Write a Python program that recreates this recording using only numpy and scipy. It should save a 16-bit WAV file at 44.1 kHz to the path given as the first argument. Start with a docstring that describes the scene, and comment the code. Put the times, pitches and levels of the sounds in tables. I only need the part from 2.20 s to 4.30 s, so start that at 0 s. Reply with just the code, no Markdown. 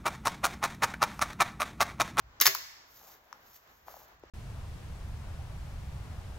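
"""A forest clearing, stereo microphone close to a shooter. Over quiet air in the trees a shotgun's bolt
is released, slides and slams home in two clusters of steel contacts that ring the gun and scatter
among the trunks. As it locks, the stock booms and the barrel sings on. Then the gun is raised:
dull handling knocks, small ticks, swishes of clothing and feet shifting on the needles."""
import sys
import numpy as np
from scipy import signal
from scipy.fft import rfft, irfft, next_fast_len
from scipy.io import wavfile
from scipy.ndimage import map_coordinates

SR = 44100
rng = np.random.default_rng(int(sys.argv[2]) if len(sys.argv) > 2 else 0)


def master_out(mix):
    """Clip the mix to full scale and print it as 16-bit PCM to the path in sys.argv[1]."""
    frames = np.transpose(np.atleast_2d(mix))
    ceiling = np.clip(frames, -1, 1)
    pcm = np.round(ceiling * 32767).astype(np.int16)
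    wavfile.write(sys.argv[1], SR, pcm)


N = 92610

# air in the trees, all around: (frequency [Hz], level [dB])
AIR_SPECTRUM = [(100, -10), (400, -5.5), (1000, 0.5), (1700, -2.5), (2600, -9.5), (6500, -17.5),
                (11000, -32.5), (15500, -36.5)]
# low rumble under the air: (frequency [Hz], level [dB])
RUMBLE_SPECTRUM = [(20, -22.5), (48, -0.5), (75, -5.5), (130, -11), (600, -49)]
# the rumble's slow rise and fall: (time [s], gain [dB])
RUMBLE_SWELL = [(0, 2), (.12, 7), (.5, -6.5), (1, -9), (1.401, -3.5), (2.1, 2.5)]
# likeness of left and right for sound from all sides: (frequency [Hz], correlation [-1 to 1])
STEREO_LIKENESS = [(80, 0.96), (300, 1), (700, 0.07), (3000, -0.31), (7000, -0.048), (11000, -0.88),
                   (13500, 0.98)]
# catch, hands and feet, close by: (time [s], level [dB], mid pitch [Hz], t60 [s], relative click [dB])
HANDLING_KNOCKS = [(.2010, -30, 1300, 0.0091, 10.5), (.2146, -37, 331, 0.034, 22),
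                   (0.351, -20, 1066, 0.0089, -14), (.814, -48.5, 903, .015, -19),
                   (1.1279, -25.5, 1024, 0.0059, -12), (1.6829, -28.5, 780, 0.008, -25),
                   (1.7412, -39, 790, 0.017, -24), (1.767, -44, 694, 0.02, -22.5),
                   (1.8175, -44.5, 825, 0.0091, -24), (2.0368, -35, 388, 0.012, -20)]
# steel on steel in the action: (time [s], level [dB], low band [dB], top band [dB], t60 [s])
STEEL_CONTACTS = [(0.2096, -30, -11.5, -3, 0.12), (0.2121, -17, -1.5, 8.5, 0.015),
                  (0.2149, -17.5, -7, -4, 0.013), (0.2185, -25, -3.5, 0.5, 0.012),
                  (0.2189, -21.5, -1, -2, 0.05), (0.237, -25, -1.5, -5.5, .012),
                  (0.248, -29.5, -11, 0.5, .015), (0.2553, -20, 1, 0.5, 0.029),
                  (0.2588, -21.5, -2, 1.5, 0.04), (0.2663, -10, -3, -6, 0.013), (0.2675, -21.5, 0, 4, 0.03),
                  (0.2723, -19.5, -2, -1.5, 0.039), (.2760, -22.5, 1, -2, .03), (.3490, -27, -12, 5, .013)]
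# the crack of a contact: (frequency [Hz], level [dB])
STEEL_SPECTRUM = [(100, -29.5), (300, -15), (650, -6.5), (1100, 1.5), (1750, 3.5), (2400, -1), (3400, 1),
                  (5500, 3.5), (7200, 0), (9000, -5.5), (11000, -2), (13500, -3.5), (15400, -3.5),
                  (16500, -15.5)]
# ring of receiver and bolt: (frequency [Hz], level [dB], t60 [s])
RECEIVER_MODES = [(1104, 1, 0.12), (1384, -1, .14), (1710, 2, 0.16), (1845, 1, 0.2), (2010, -2.5, .16),
                  (2111, -3, 0.25), (3680, 3, 0.14), (5125, -2, 0.12), (5276, -1, 0.16), (6521, -3.5, .3),
                  (14600, 2, .12)]
# echo off the trees: (frequency [Hz], level [dB])
ECHO_SPECTRUM = [(100, -6), (1000, -5), (2500, 0.5), (5500, -4), (13000, -5.5)]
# decay among the far trees: (frequency [Hz], t60 [s])
FAR_DECAY = [(150, 0.49), (700, 1), (2000, 0.83), (5500, 0.86), (13000, 0.57)]
# boom of the wooden stock: (frequency [Hz], level [dB], t60 [s])
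STOCK_MODES = [(142, -41, .12), (391, -36.5, 0.2), (644, -44, 0.32)]
# ring of the barrel, its close pair of modes beating: (frequency [Hz], level [dB], t60 [s])
BARREL_MODES = [(4190, -40.5, .48), (4165, -44, .45), (5940, -42, .42)]
# rubbed fabric: (frequency [Hz], level [dB])
CLOTH_SPECTRUM = [(300, -22.5), (1500, -4), (3000, -7), (6000, 2), (7500, 1.5), (10500, -6), (13500, 2.5),
                  (15800, -4.5)]
# the shooter's clothing: (peak time [s], level [dB], rise [s], fall [s])
CLOTH_SWISHES = [(.79, -58.5, 0.067, 0.1), (.91, -57, 0.036, 0.033), (1.31, -64.5, 0.072, 0.088),
                 (1.36, -56, 0.023, 0.011), (1.55, -70.5, 0.11, 0.075), (1.70, -59, 0.028, 0.042),
                 (1.785, -59.5, 0.043, 0.052)]
# feet shifting on the ground: (peak time [s], level [dB], rise [s], fall [s])
FOOT_SCUFFS = [(.9, -60.5, 0.091, 0.057), (1.13, -66, 0.11, 0.1), (1.68, -56, 0.012, .04),
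               (1.775, -58, 0.021, 0.042), (1.91, -63.5, 0.049, 0.034)]
# needle litter underfoot: (frequency [Hz], level [dB])
LITTER_SPECTRUM = [(100, -20), (400, -4.5), (750, 1), (1200, -4.5), (2200, -17.5), (6000, -20.5)]
# balance of the direct sound: (frequency [Hz], left minus right [dB])
STEREO_BALANCE = [(120, -2), (600, 4.5), (1600, 6.5), (2900, 6.5), (3700, -3.5), (6000, 1.2), (14000, -0.5)]
# phase between left and right: (frequency [Hz], left lead [rad])
STEREO_PHASE = [(100, 1), (1000, 0.3), (3000, -1), (4500, 1.28), (7000, 1), (9000, 6), (11000, 4),
                (13000, 6.5)]
# the microphone's treble notch: (frequency [Hz], gain [dB])
MIC_NOTCH = [(7200, -0.5), (7900, -3), (8400, -26.5), (9600, -25), (10500, -0.5), (11300, 3)]

AIR_DB, RUMBLE_DB = -62, -67
KNOCK_RISE_S, KNOCK_SAG, SAG_S = 0.0011, 0.5, 0.0022  # the sag is a fraction of mid pitch
CLICK_HZ, CLICK_WIDTH_HZ, CLICK_T60_S = 5650, 450, .009
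CRACK_DB, CRACK_RISE_S, RING_DB = 4.5, 0.00014, -30.5  # CRACK_DB: how hard the action is slammed
LOW_BAND_HZ, TOP_BAND_HZ = 2388, 8700  # band edges of a contact's colour
FAR_DB, NEAR_DB, NEAR_T60_S, ECHO_BUILD_S = -14.5, -10.5, 0.15, .006
LOCK_S, LOCK_RISE_S = .272, 0.0036
TICKS_PER_S, TICK_DB = 14, -46.5
MIC_LIMIT_HZ = 16100


def amp(db):
    """Decibels to amplitude."""
    return 10 ** (np.asarray(db) / 20)


def unit(x):
    """x scaled to rms 1."""
    return x / np.sqrt(np.mean(x ** 2) + 1e-20)


def along(points, hz):
    """Interpolate (frequency, value) points on a log axis."""
    f, v = np.transpose(points)
    return np.interp(np.log(hz + 1), np.log(f + 1), v)


def filtered(x, response):
    """x through a complex frequency response."""
    m = next_fast_len(x.shape[-1] + SR // 20)
    return irfft(rfft(x, m) * response(np.fft.rfftfreq(m, 1 / SR)), m)[..., :x.shape[-1]]


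def coloured(x, spectrum):
    """x shaped by (frequency, level) points."""
    return filtered(x, lambda hz: amp(along(spectrum, hz)))


def wobble(rate):
    """A smooth random curve, rate knots a second."""
    return map_coordinates(rng.standard_normal(int(N * rate / SR) + 4), [np.arange(N) * rate / SR])


def add(track, s, x):
    """Mix x into the track at time s."""
    part = track[round(s * SR):][:len(x)]
    part += x[:len(part)]


def diffuse(spectrum):
    """Stereo noise of rms 1 that reaches the microphone from all sides."""
    def mid_and_side(hz):
        turn = np.arccos(np.clip(along(STEREO_LIKENESS, hz), -1, 1)) / 2
        return amp(along(spectrum, hz)) * [np.cos(turn), np.sin(turn)]
    mid, side = filtered(rng.standard_normal((2, N)), mid_and_side)
    return unit(np.array([mid + side, mid - side]))


def forest_air():
    """All around the clearing: a faint rush in the trees and an uneven low rumble."""
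    rush = amp(AIR_DB + 1.7 * wobble(18)) * diffuse(AIR_SPECTRUM)
    swell_db = np.interp(np.arange(N) / SR, *np.transpose(RUMBLE_SWELL))
    rumble = amp(RUMBLE_DB + swell_db + 1.9 * wobble(8.4)) * diffuse(RUMBLE_SPECTRUM)
    return rush + rumble


def knocks():
    """Catch, hands and feet: damped thuds that sag in pitch, each with the click of a small steel part."""
    out, t = np.zeros(N), np.arange(SR // 20) / SR
    small_part = lambda f: 1j * f * CLICK_WIDTH_HZ / (CLICK_HZ ** 2 - f ** 2 + 1j * f * CLICK_WIDTH_HZ)
    for s, db, hz, t60, click_db in HANDLING_KNOCKS:
        pitch = hz * (1 + KNOCK_SAG * (np.exp(-t / SAG_S) - .5))
        envelope = (1 - np.exp(-t / KNOCK_RISE_S)) * amp(-60 * t / t60)
        motion = np.sin(2 * np.pi * np.cumsum(pitch) / SR) * envelope
        thud = np.gradient(motion) * SR / (2 * np.pi * hz)
        click = unit(filtered(rng.standard_normal(len(t)), small_part))
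        click *= amp(click_db - 60 * t / CLICK_T60_S)
        add(out, s, amp(db) * (2 * thud + click))
    return out


def bolt_action():
    """Each steel contact is a short crack with its own colour, and rings the gun in that colour."""
    out, t, crack_t = np.zeros(N), np.arange(SR // 2) / SR, np.arange(SR // 12) / SR
    mode_hz, mode_db, mode_t60 = np.transpose(RECEIVER_MODES)
    envelopes = amp(-60 * t / mode_t60[:, None]) * (1 - np.exp(-t / CRACK_RISE_S))
    rings = envelopes * np.exp(2j * np.pi * mode_hz[:, None] * t)
    for s, db, low_db, top_db, t60 in STEEL_CONTACTS:
        colour_db = lambda hz: low_db / (1 + (hz / LOW_BAND_HZ) ** 6) + top_db * (hz > TOP_BAND_HZ)
        steel = unit(coloured(rng.standard_normal(len(crack_t)), STEEL_SPECTRUM))
        crack = steel * (1 - np.exp(-crack_t / CRACK_RISE_S)) * amp(-60 * crack_t / t60)
        add(out, s, amp(db + CRACK_DB) * filtered(crack, lambda hz: amp(colour_db(hz))))
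        struck = amp(mode_db + colour_db(mode_hz)) * np.exp(2j * np.pi * rng.random(len(mode_hz)))
        add(out, s, amp(db + CRACK_DB + RING_DB) * (struck[:, None] * rings).real.sum(0))
    return out


def forest_echo(x):
    """Ground and near trunks answer quickly; the far trees leave a longer tail."""
    hz, frame_s, bands = signal.stft(diffuse(ECHO_SPECTRUM)[:, :SR], SR, nperseg=256)
    bands *= amp(-60 * frame_s / along(FAR_DECAY, hz)[:, None])
    far = signal.istft(bands, SR, nperseg=256)[1][:, :SR]
    t = np.arange(SR) / SR
    near = diffuse(ECHO_SPECTRUM)[:, :SR] * amp(-60 * t / NEAR_T60_S)
    build = 1 - np.exp(-t / ECHO_BUILD_S)
    tail = sum(amp(db) * part * build / np.linalg.norm(part[0] * build)
               for db, part in [(FAR_DB, far), (NEAR_DB, near)])
    return signal.fftconvolve(x[None], tail, axes=1)[:, :N]


def stock_and_barrel():
    """As the bolt locks, the stock's low boom and the barrel's thin ring swell up and die away."""
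    out, t = np.zeros(N), np.arange(SR // 2) / SR
    ring = sum(amp(db - 60 * t / t60) * np.sin(2 * np.pi * hz * t)
               for hz, db, t60 in STOCK_MODES + BARREL_MODES)
    add(out, LOCK_S, ring * (1 - np.exp(-t / LOCK_RISE_S)))
    return out


def ticks():
    """Sparse dry ticks of fabric and fingers once the bolt has locked."""
    onsets = (rng.random(N) < TICKS_PER_S / SR) * (np.arange(N) / SR > LOCK_S)
    return amp(TICK_DB) * coloured(onsets * rng.standard_normal(N), CLOTH_SPECTRUM)


def rubbing(strokes, spectrum, grain_db=2.0):
    """Grainy friction of cloth or needles that swells and fades with each stroke."""
    t = np.arange(N) / SR
    power = sum(amp(db) ** 2 * np.exp(-((t - s) / np.where(t < s, rise, fall)) ** 2)
                for s, db, rise, fall in strokes)
    grains = rng.standard_normal(N) * amp(grain_db * (wobble(500) + 0.62 * wobble(60)))
    return np.sqrt(power) * unit(coloured(grains, spectrum))


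def stereo_image(x):
    """Direct sound differs left and right in level and phase."""
    sides = np.array([[.5], [-.5]])
    balance = lambda hz: amp(sides * along(STEREO_BALANCE, hz))
    return filtered(x, lambda hz: balance(hz) * np.exp(1j * sides * along(STEREO_PHASE, hz)))


def scene():
    """Gun and shooter close up, their echo from the trees beyond, air all around."""
    gun = bolt_action()
    handling = knocks() + ticks()
    handling += rubbing(CLOTH_SWISHES, CLOTH_SPECTRUM) + rubbing(FOOT_SCUFFS, LITTER_SPECTRUM)
    direct = stereo_image(gun + stock_and_barrel() + handling)
    return direct + forest_echo(gun + amp(-3) * handling) + forest_air()


def record(dry):
    """The microphone has a deep notch in the treble and a steep band limit."""
    return filtered(dry, lambda hz: amp(along(MIC_NOTCH, hz)) / (1 + (hz / MIC_LIMIT_HZ) ** 160))


dry = scene()
out = record(dry)
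master_out(out)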